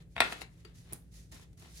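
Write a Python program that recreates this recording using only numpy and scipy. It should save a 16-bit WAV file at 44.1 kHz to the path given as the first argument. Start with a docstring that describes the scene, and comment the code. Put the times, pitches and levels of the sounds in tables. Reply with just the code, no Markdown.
"""Card and banknotes on a desk

Close stereo microphone above a desk in a small room. A stiff card is knocked down: clicks and damped modes. It
is gathered with a few banknotes, which slide (shaped friction noise), crinkle and flick (noise bursts). Soft
bumps travel through the desk, and a plastic binder pocket rings once under a faint pat. Behind it all: scatter
off the things on the desk, a short room tail, a low rumble and two hum tones."""
import sys
import numpy as np
from scipy import signal
from scipy.fft import rfft, irfft, next_fast_len
from scipy.io import wavfile
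from scipy.ndimage import map_coordinates

SR = 44100
rng = np.random.default_rng(int(sys.argv[2]) if len(sys.argv) > 2 else 0)


def transcribe(signal):
    """Save signal, clipped to [-1, 1], as a 16-bit WAV file at the path in sys.argv[1]."""
    frames = np.atleast_2d(signal).T
    limited = np.clip(frames, -1, 1)
    pcm = np.round(limited * 32767).astype(np.int16)
    wavfile.write(sys.argv[1], SR, pcm)


N = 79380  # length in samples, 1.8 s
NOISE_SIDE = 0.97  # opposed part relative to shared part in contact noise; 0 would be mono


# Card edge meeting the desk: (time [s], ring level [dB], click level relative to the ring [dB]).
TAPS = [(0.1644, -21, -6.5), (0.1794, -20, -8), (0.1866, -30.5, -15.5), (0.2039, -3, 5.5),
        (.2122, -18.5, -3), (0.2188, -13.5, -6), (0.2203, -13, -12.5), (0.2658, -28.5, -15),
        (.3238, -22.5, 4)]
# What card and desk ring with: (frequency [Hz], level [dB], T60 [s]).
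CARD_MODES = [(240.2, -31, .06), (370, -29.5, .04), (466, -25.5, 0.049), (689.5, -13.5, 0.026),
              (959, -11, 0.022), (1130, -18, .03), (1379, -13, 0.025), (1865, -8.5, 0.014),
              (2230, -10.5, 0.021), (2606, -7.5, .014), (3413, -13.5, 0.029), (3880, -17.5, 0.007)]
# Spectrum of the click: (frequency [Hz], level [dB]).
CLICK_COLOUR = [(100, -11), (600, -5), (2500, 1), (4500, 5), (6600, -10.5), (7300, -8.5), (8000, 0),
                (10500, -7), (13000, -12), (16000, -41)]
CLICK_LIFT_DB, CLICK_PAN_DB = 1.5, -2.5  # lift of every click; negative pan is to the right
CLICK_LEAD_S, CLICK_DECAY_S = 0.00013, 0.0031  # the click comes just before the ring


def card_taps():
    """Each contact gives a bright noise click and a short, woody ring."""
    knock, click = 0, 0
    for start, ring_db, click_db in TAPS:
        knock = knock + undb(ring_db) * ring(start, CARD_MODES)
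        click_gain = undb(ring_db + click_db + CLICK_LIFT_DB)
        click = click + click_gain * burst(start - CLICK_LEAD_S, CLICK_DECAY_S)
    return knock + colour(click, CLICK_COLOUR) * pan(CLICK_PAN_DB)


RING_PAN_DB, RING_LAG_S = 3, 0.00008  # left louder, and later
DETUNE = 0.034  # spread of each mode's frequency from strike to strike, as a fraction


def ring(start, modes):
    """Damped modes of alternating sign, reaching the left port a little later and louder."""
    out = np.zeros((2, N))
    near = np.arange(int(start * SR), int(start * SR) + SR // 8)
    lag = np.array([[RING_LAG_S], [0]])
    age = np.maximum(near / SR - start - lag, 0)
    for k, (hz, db, t60) in enumerate(modes):
        turn = 2 * np.pi * hz * (1 + DETUNE * rng.standard_normal())
        fade = np.exp(-np.log(1000) * age / t60)
        out[:, near] += (-1) ** k * undb(db) * np.sin(turn * age) * fade
    return out * pan(RING_PAN_DB)


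# Paper sliding on paper or plastic:
# (start [s], attack [s], hold [s], release [s], body level [dB], hiss level [dB]).
SLIDES = [(.0, 0.0043, 0.0067, 0.027, -59, -70), (0.092, 0.031, 0.017, 0.025, -95, -69.5),
          (0.152, 0.013, 0.063, 0.06, -50.5, -68), (0.221, 0.022, .04, 0.036, -39, -57),
          (0.281, 0.0404, 0.0049, 0.027, -42.5, -48.5), (0.339, .02, 0.045, 0.053, -55, -60.5),
          (0.401, 0.014, 0.012, 0.01, -47.5, -48), (0.466, 0.082, 0.069, 0.076, -72, -71.5),
          (0.642, 0.0089, 0.055, 0.067, -64.5, -75), (0.735, 0.02, 0.016, 0.31, -70, -63),
          (0.832, 0.086, 0.016, 0.017, -56.5, -71.5), (0.924, 0.0098, 0.016, .035, -72, -57.5),
          (1.108, 0.048, 0.032, 0.1, -70.5, -57.5), (1.311, 0.0099, 0.0064, 0.12, -56, -56),
          (1.33, 0.017, 0.088, 0.024, -63, -61), (1.57, 0.0062, 0.015, 0.19, -67, -61),
          (1.598, 0.054, .006, 0.053, -56.5, -60), (1.663, 0.038, .1, .05, -68.5, -62),
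          (1.708, 0.072, 0.011, 0.045, -91, -51)]
# Paper buckling: (time [s], body level [dB], crisp level [dB], decay [s]).
CRINKLES = [(.023, -38.5, -46, 0.0023), (.329, -15.5, -22, 0.0042), (0.4175, -14, -32, 0.0017),
            (0.649, -25.5, -33.5, 0.0065), (.697, -39, -62, 0.0021), (0.9244, -25, -28, 0.0032),
            (1.023, -46, -63.5, .002), (1.1417, -53, -35.5, 0.00093), (1.322, -38.5, -27, 0.0044),
            (1.343, -44, -32, 0.0032), (1.397, -33, -39, 0.0016), (1.53, -45, -42, .004),
            (1.576, -45.5, -37, 0.005), (1.623, -30.5, -43, .003)]
# Spectra of the sheets' dull body and of their crisp surface: (frequency [Hz], level [dB]).
BODY_COLOUR = [(60, -11), (200, 2), (400, 7), (620, -0.5), (950, 1), (1400, -1), (2000, 0.5), (2650, -2),
               (4000, -2), (6000, -14), (16000, -27.5)]
HISS_COLOUR = [(200, -28), (1350, -16.5), (1850, -3.5), (2900, -4), (4200, 1), (6500, 3), (8500, -3),
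               (10500, 0), (13500, -6.5), (16000, -12)]
BODY_PAN_DB, HISS_PAN_DB = 4, -1.3  # body to the left, hiss slightly to the right


def banknotes():
    """Slides and crinkles drive the dull body of the sheets and their crisp surface; a corner flicks."""
    t = np.arange(N) / SR
    body_power, hiss_power = 0, 0
    for start, attack, hold, release, body_db, hiss_db in SLIDES:
        rise = np.clip((t - start) / attack, 0, 1)
        fall = np.exp(-2 * np.maximum(t - start - attack - hold, 0) / release)
        speed = rise * fall
        body_power = body_power + (speed * undb(body_db)) ** 2
        hiss_power = hiss_power + (speed * undb(hiss_db)) ** 2
    body = np.sqrt(body_power) * friction()
    hiss = np.sqrt(hiss_power) * friction()
    for start, body_db, crisp_db, decay in CRINKLES:
        snap = burst(start, decay)  # the same snap drives both parts
        body = body + undb(body_db) * snap
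        hiss = hiss + undb(crisp_db) * snap
    dull = colour(body, BODY_COLOUR) * pan(BODY_PAN_DB)
    crisp = colour(hiss, HISS_COLOUR) * pan(HISS_PAN_DB)
    return dull + crisp + flicks()


GRAINS_PER_S, GRAIN_SPREAD_DB = 4700, 1.5  # slips per second in each channel; spread of their size
SMOOTH_SHARE = 0.65  # smooth rub relative to slips
GRIP_DB, GRIP_PER_S = 2.12, 60  # depth and rate of the uneven grip


def friction():
    """Fibres catching and slipping: dense tiny clicks over a smooth rub, with uneven grip."""
    happens = rng.random((2, N)) < GRAINS_PER_S / SR
    slips = happens * rng.standard_normal((2, N))
    extra_db = GRAIN_SPREAD_DB * np.minimum(rng.exponential(size=(2, N)), 4)
    slips = unit(slips * undb(extra_db))
    rub = unit(slips + SMOOTH_SHARE * rng.standard_normal((2, N)))
    return stereo(*rub, NOISE_SIDE) * undb(GRIP_DB * walk(GRIP_PER_S))


# A note's corner flicking free: (time [s], level [dB]).
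FLICKS = [(0.9258, -18), (0.9325, -7.5)]
# Spectrum of the flicks: (frequency [Hz], level [dB]).
FLICK_COLOUR = [(500, -24), (3000, -19), (7000, -9), (10500, 5), (14000, 2.5), (16500, -2)]


def flicks():
    """A released paper corner gives a sharp tick: a 1 ms decay of mostly high treble."""
    ticks = sum(undb(db) * burst(start, 0.001) for start, db in FLICKS)
    return colour(ticks, FLICK_COLOUR)


# Fingers, card and binder bumping softly on the desk: (time [s], level [dB], decay [s]).
BUMPS = [(.165, -14.5, .012), (0.207, -10.5, 0.035), (0.42, -26, 0.015), (0.921, -15, 0.026),
         (1.324, -26.5, 0.017), (1.345, -27.5, 0.0058), (1.625, -25, 0.06)]
# Spectrum of the bumps: (frequency [Hz], level [dB]).
BUMP_COLOUR = [(25, -13.5), (55, 3), (110, 4), (280, -1), (550, -9), (950, -10.5), (1500, -20), (2500, -26),
               (6000, -42.5)]


def bumps():
    """Dull, soft contacts that travel through the desk: one noise in both ports, louder on the left."""
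    thuds = sum(undb(db) * burst(start, decay) for start, db, decay in BUMPS)
    return colour(thuds, BUMP_COLOUR)[0] * pan(2)


# What the plastic binder pocket rings with: (frequency [Hz], level [dB], T60 [s]).
BINDER_MODES = [(347.6, -6.5, 0.097), (426.7, -11, .13), (1330, -15, 0.031), (2900, -14, 0.069),
                (4600, -5, 0.039)]
PAT_S, PAT_DB = 0.6505, -41  # time and level of the pat


def binder_pat():
    """One faint pat sets off the damped modes of the plastic pocket."""
    return undb(PAT_DB) * ring(PAT_S, BINDER_MODES)


# Spectrum of the room's tail: (frequency [Hz], level [dB]).
ROOM_COLOUR = [(100, -5.5), (450, -3), (850, -0.5), (1500, 4), (2300, 3), (4000, 3.5), (8000, 1),
               (15000, -11)]
# Decay of the small room: (frequency [Hz], T60 [s]).
ROOM_T60 = [(150, 0.33), (600, .33), (2000, 0.25), (6000, 0.17), (15000, .3)]
ROOM_DB, ROOM_ONSET_S = -7.5, 0.0027  # tail level and build-up time
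CLUTTER_DB, CLUTTER_START_S, CLUTTER_DECAY_S = -11.5, 0.0014, 0.0067


def room(x):
    """Quick scatter from the things on the desk, and the tail of the room, added to the direct sound."""
    t = np.arange(N) / SR
    hz, age, cells = signal.stft(rng.standard_normal((2, N)), SR, nperseg=256)
    fade = np.exp(-np.log(1000) * age / along(ROOM_T60, hz)[:, None])
    tail = signal.istft(cells * fade, SR)[1][:, :N]
    tail = tail * np.minimum(t / ROOM_ONSET_S, 1)
    tail = colour(unit(tail) / np.sqrt(N), ROOM_COLOUR, keep_power=False)
    clutter = burst(CLUTTER_START_S, CLUTTER_DECAY_S)
    echoes = undb(ROOM_DB) * tail + undb(CLUTTER_DB) * clutter
    return x + signal.fftconvolve(x, echoes, axes=1)[:, :N]


# Spectrum of the ventilation rumble: (frequency [Hz], level [dB]).
RUMBLE = [(20, -27), (32, -20), (45, -1.5), (58, 1), (80, -4.5), (125, -2.5), (200, -15), (300, -18),
          (450, -25), (700, -35), (1000, -48), (2000, -44.5), (4000, -51), (10000, -49.5), (16000, -58)]
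# Hum tones: (frequency [Hz], mean level [dB]).
HUM = [(58, -57.5), (168, -58.5)]
RUMBLE_DB, RUMBLE_SIDE = -53, 0.22  # level; opposed part relative to shared part in the bass
AIR_SIDE_HZ = 1000  # the opposed part is stronger above this


def room_tone():
    """Low ventilation rumble and gently wavering hum; the faint treble is wider than the bass."""
    t = np.arange(N) / SR
    mid, side = colour(rng.standard_normal((2, N)), RUMBLE)
    highpass = signal.butter(1, AIR_SIDE_HZ, "high", fs=SR, output="sos")
    air = signal.sosfilt(highpass, side)
    wide_side = side + air * (1 / RUMBLE_SIDE - 1)
    hum = 0
    for hz, db in HUM:
        gain = np.sqrt(2) * undb(db + 0.5 * walk(12))
        phase = 2 * np.pi * hz * t + 0.18 * walk(2.4)
        hum = hum + gain * np.sin(phase)
    return undb(RUMBLE_DB) * stereo(mid, wide_side, RUMBLE_SIDE) + hum


def burst(start, decay):
    """A dying puff of noise with unit energy in each channel."""
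    age = np.arange(N) / SR - start
    noise = stereo(*rng.standard_normal((2, N)), NOISE_SIDE)
    x = noise * (age >= 0) * np.exp(-np.abs(age) / decay)
    return x / np.sqrt(np.sum(x ** 2, axis=1, keepdims=True))


def walk(rate):
    """Random wander, joining normal draws with straight lines at the given rate per second."""
    return np.interp(np.arange(N) / SR * rate, np.arange(N), rng.standard_normal(N))


def undb(db):
    """Decibels to gain."""
    return 10 ** (np.asarray(db) / 20)


def unit(x):
    """Scale to rms 1."""
    return x / np.sqrt(np.mean(x ** 2))


def along(points, hz):
    """Read a table on a log-frequency axis."""
    f, value = np.array(points, float).T
    return np.interp(np.log(np.maximum(hz, 1)), np.log(f), value)


def colour(x, points, keep_power=True):
    """Causal minimum-phase filter of the given spectrum; keep_power sets its rms gain to 1."""
    size = next_fast_len(2 * N)
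    size += size % 2
    gain = undb(along(points, np.arange(size // 2 + 1) * SR / size))
    cepstrum = irfft(np.log(unit(gain) if keep_power else gain))
    cepstrum[1:size // 2] *= 2  # fold the cepstrum forward in time
    cepstrum[size // 2 + 1:] = 0
    return irfft(rfft(x, size) * np.exp(rfft(cepstrum)))[..., :N]


def pan(db):
    """Left and right gains for a level difference; positive is to the left."""
    return undb(np.array([[db], [-db]]) / 2)


def stereo(mid, side, width):
    """Two channels from a shared and an opposed part."""
    return np.array([mid + width * side, mid - width * side]) / np.hypot(1, width)


def scene():
    """Card, notes and binder on the desk, in the room, over its rumble and hum."""
    desk = card_taps() + banknotes() + bumps() + binder_pat()
    return room(desk) + room_tone()


# Microphone pair's response to what its ports share, and to what differs between them:
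# (frequency [Hz], gain [dB]).
MID_COLOUR = [(11000, -3), (11850, -18.5), (12600, 0), (13800, -2.5), (15000, -16.5), (15700, -5),
              (16500, -15.5)]
SIDE_COLOUR = [(100, -2.5), (350, -6), (600, -2), (1000, -4.5), (2300, -1), (5000, -4.5), (12000, -2.5),
               (16000, -5.5)]
TOP_HZ = 16400  # upper limit of the microphone


def record(dry):
    """The close pair of ports narrows the bass and spreads the high treble; the top is cut."""
    mid = colour((dry[0] + dry[1]) / 2, MID_COLOUR, keep_power=False)
    hz = np.arange(N + 1) * SR / (2 * N)
    side_spectrum = rfft((dry[0] - dry[1]) / 2, 2 * N)
    side = irfft(side_spectrum * undb(along(SIDE_COLOUR, hz)))[:N]
    lowpass = signal.ellip(8, 0.2, 70, TOP_HZ, fs=SR, output="sos")
    return signal.sosfilt(lowpass, np.array([mid + side, mid - side]))


dry = scene()
out = record(dry)
transcribe(out)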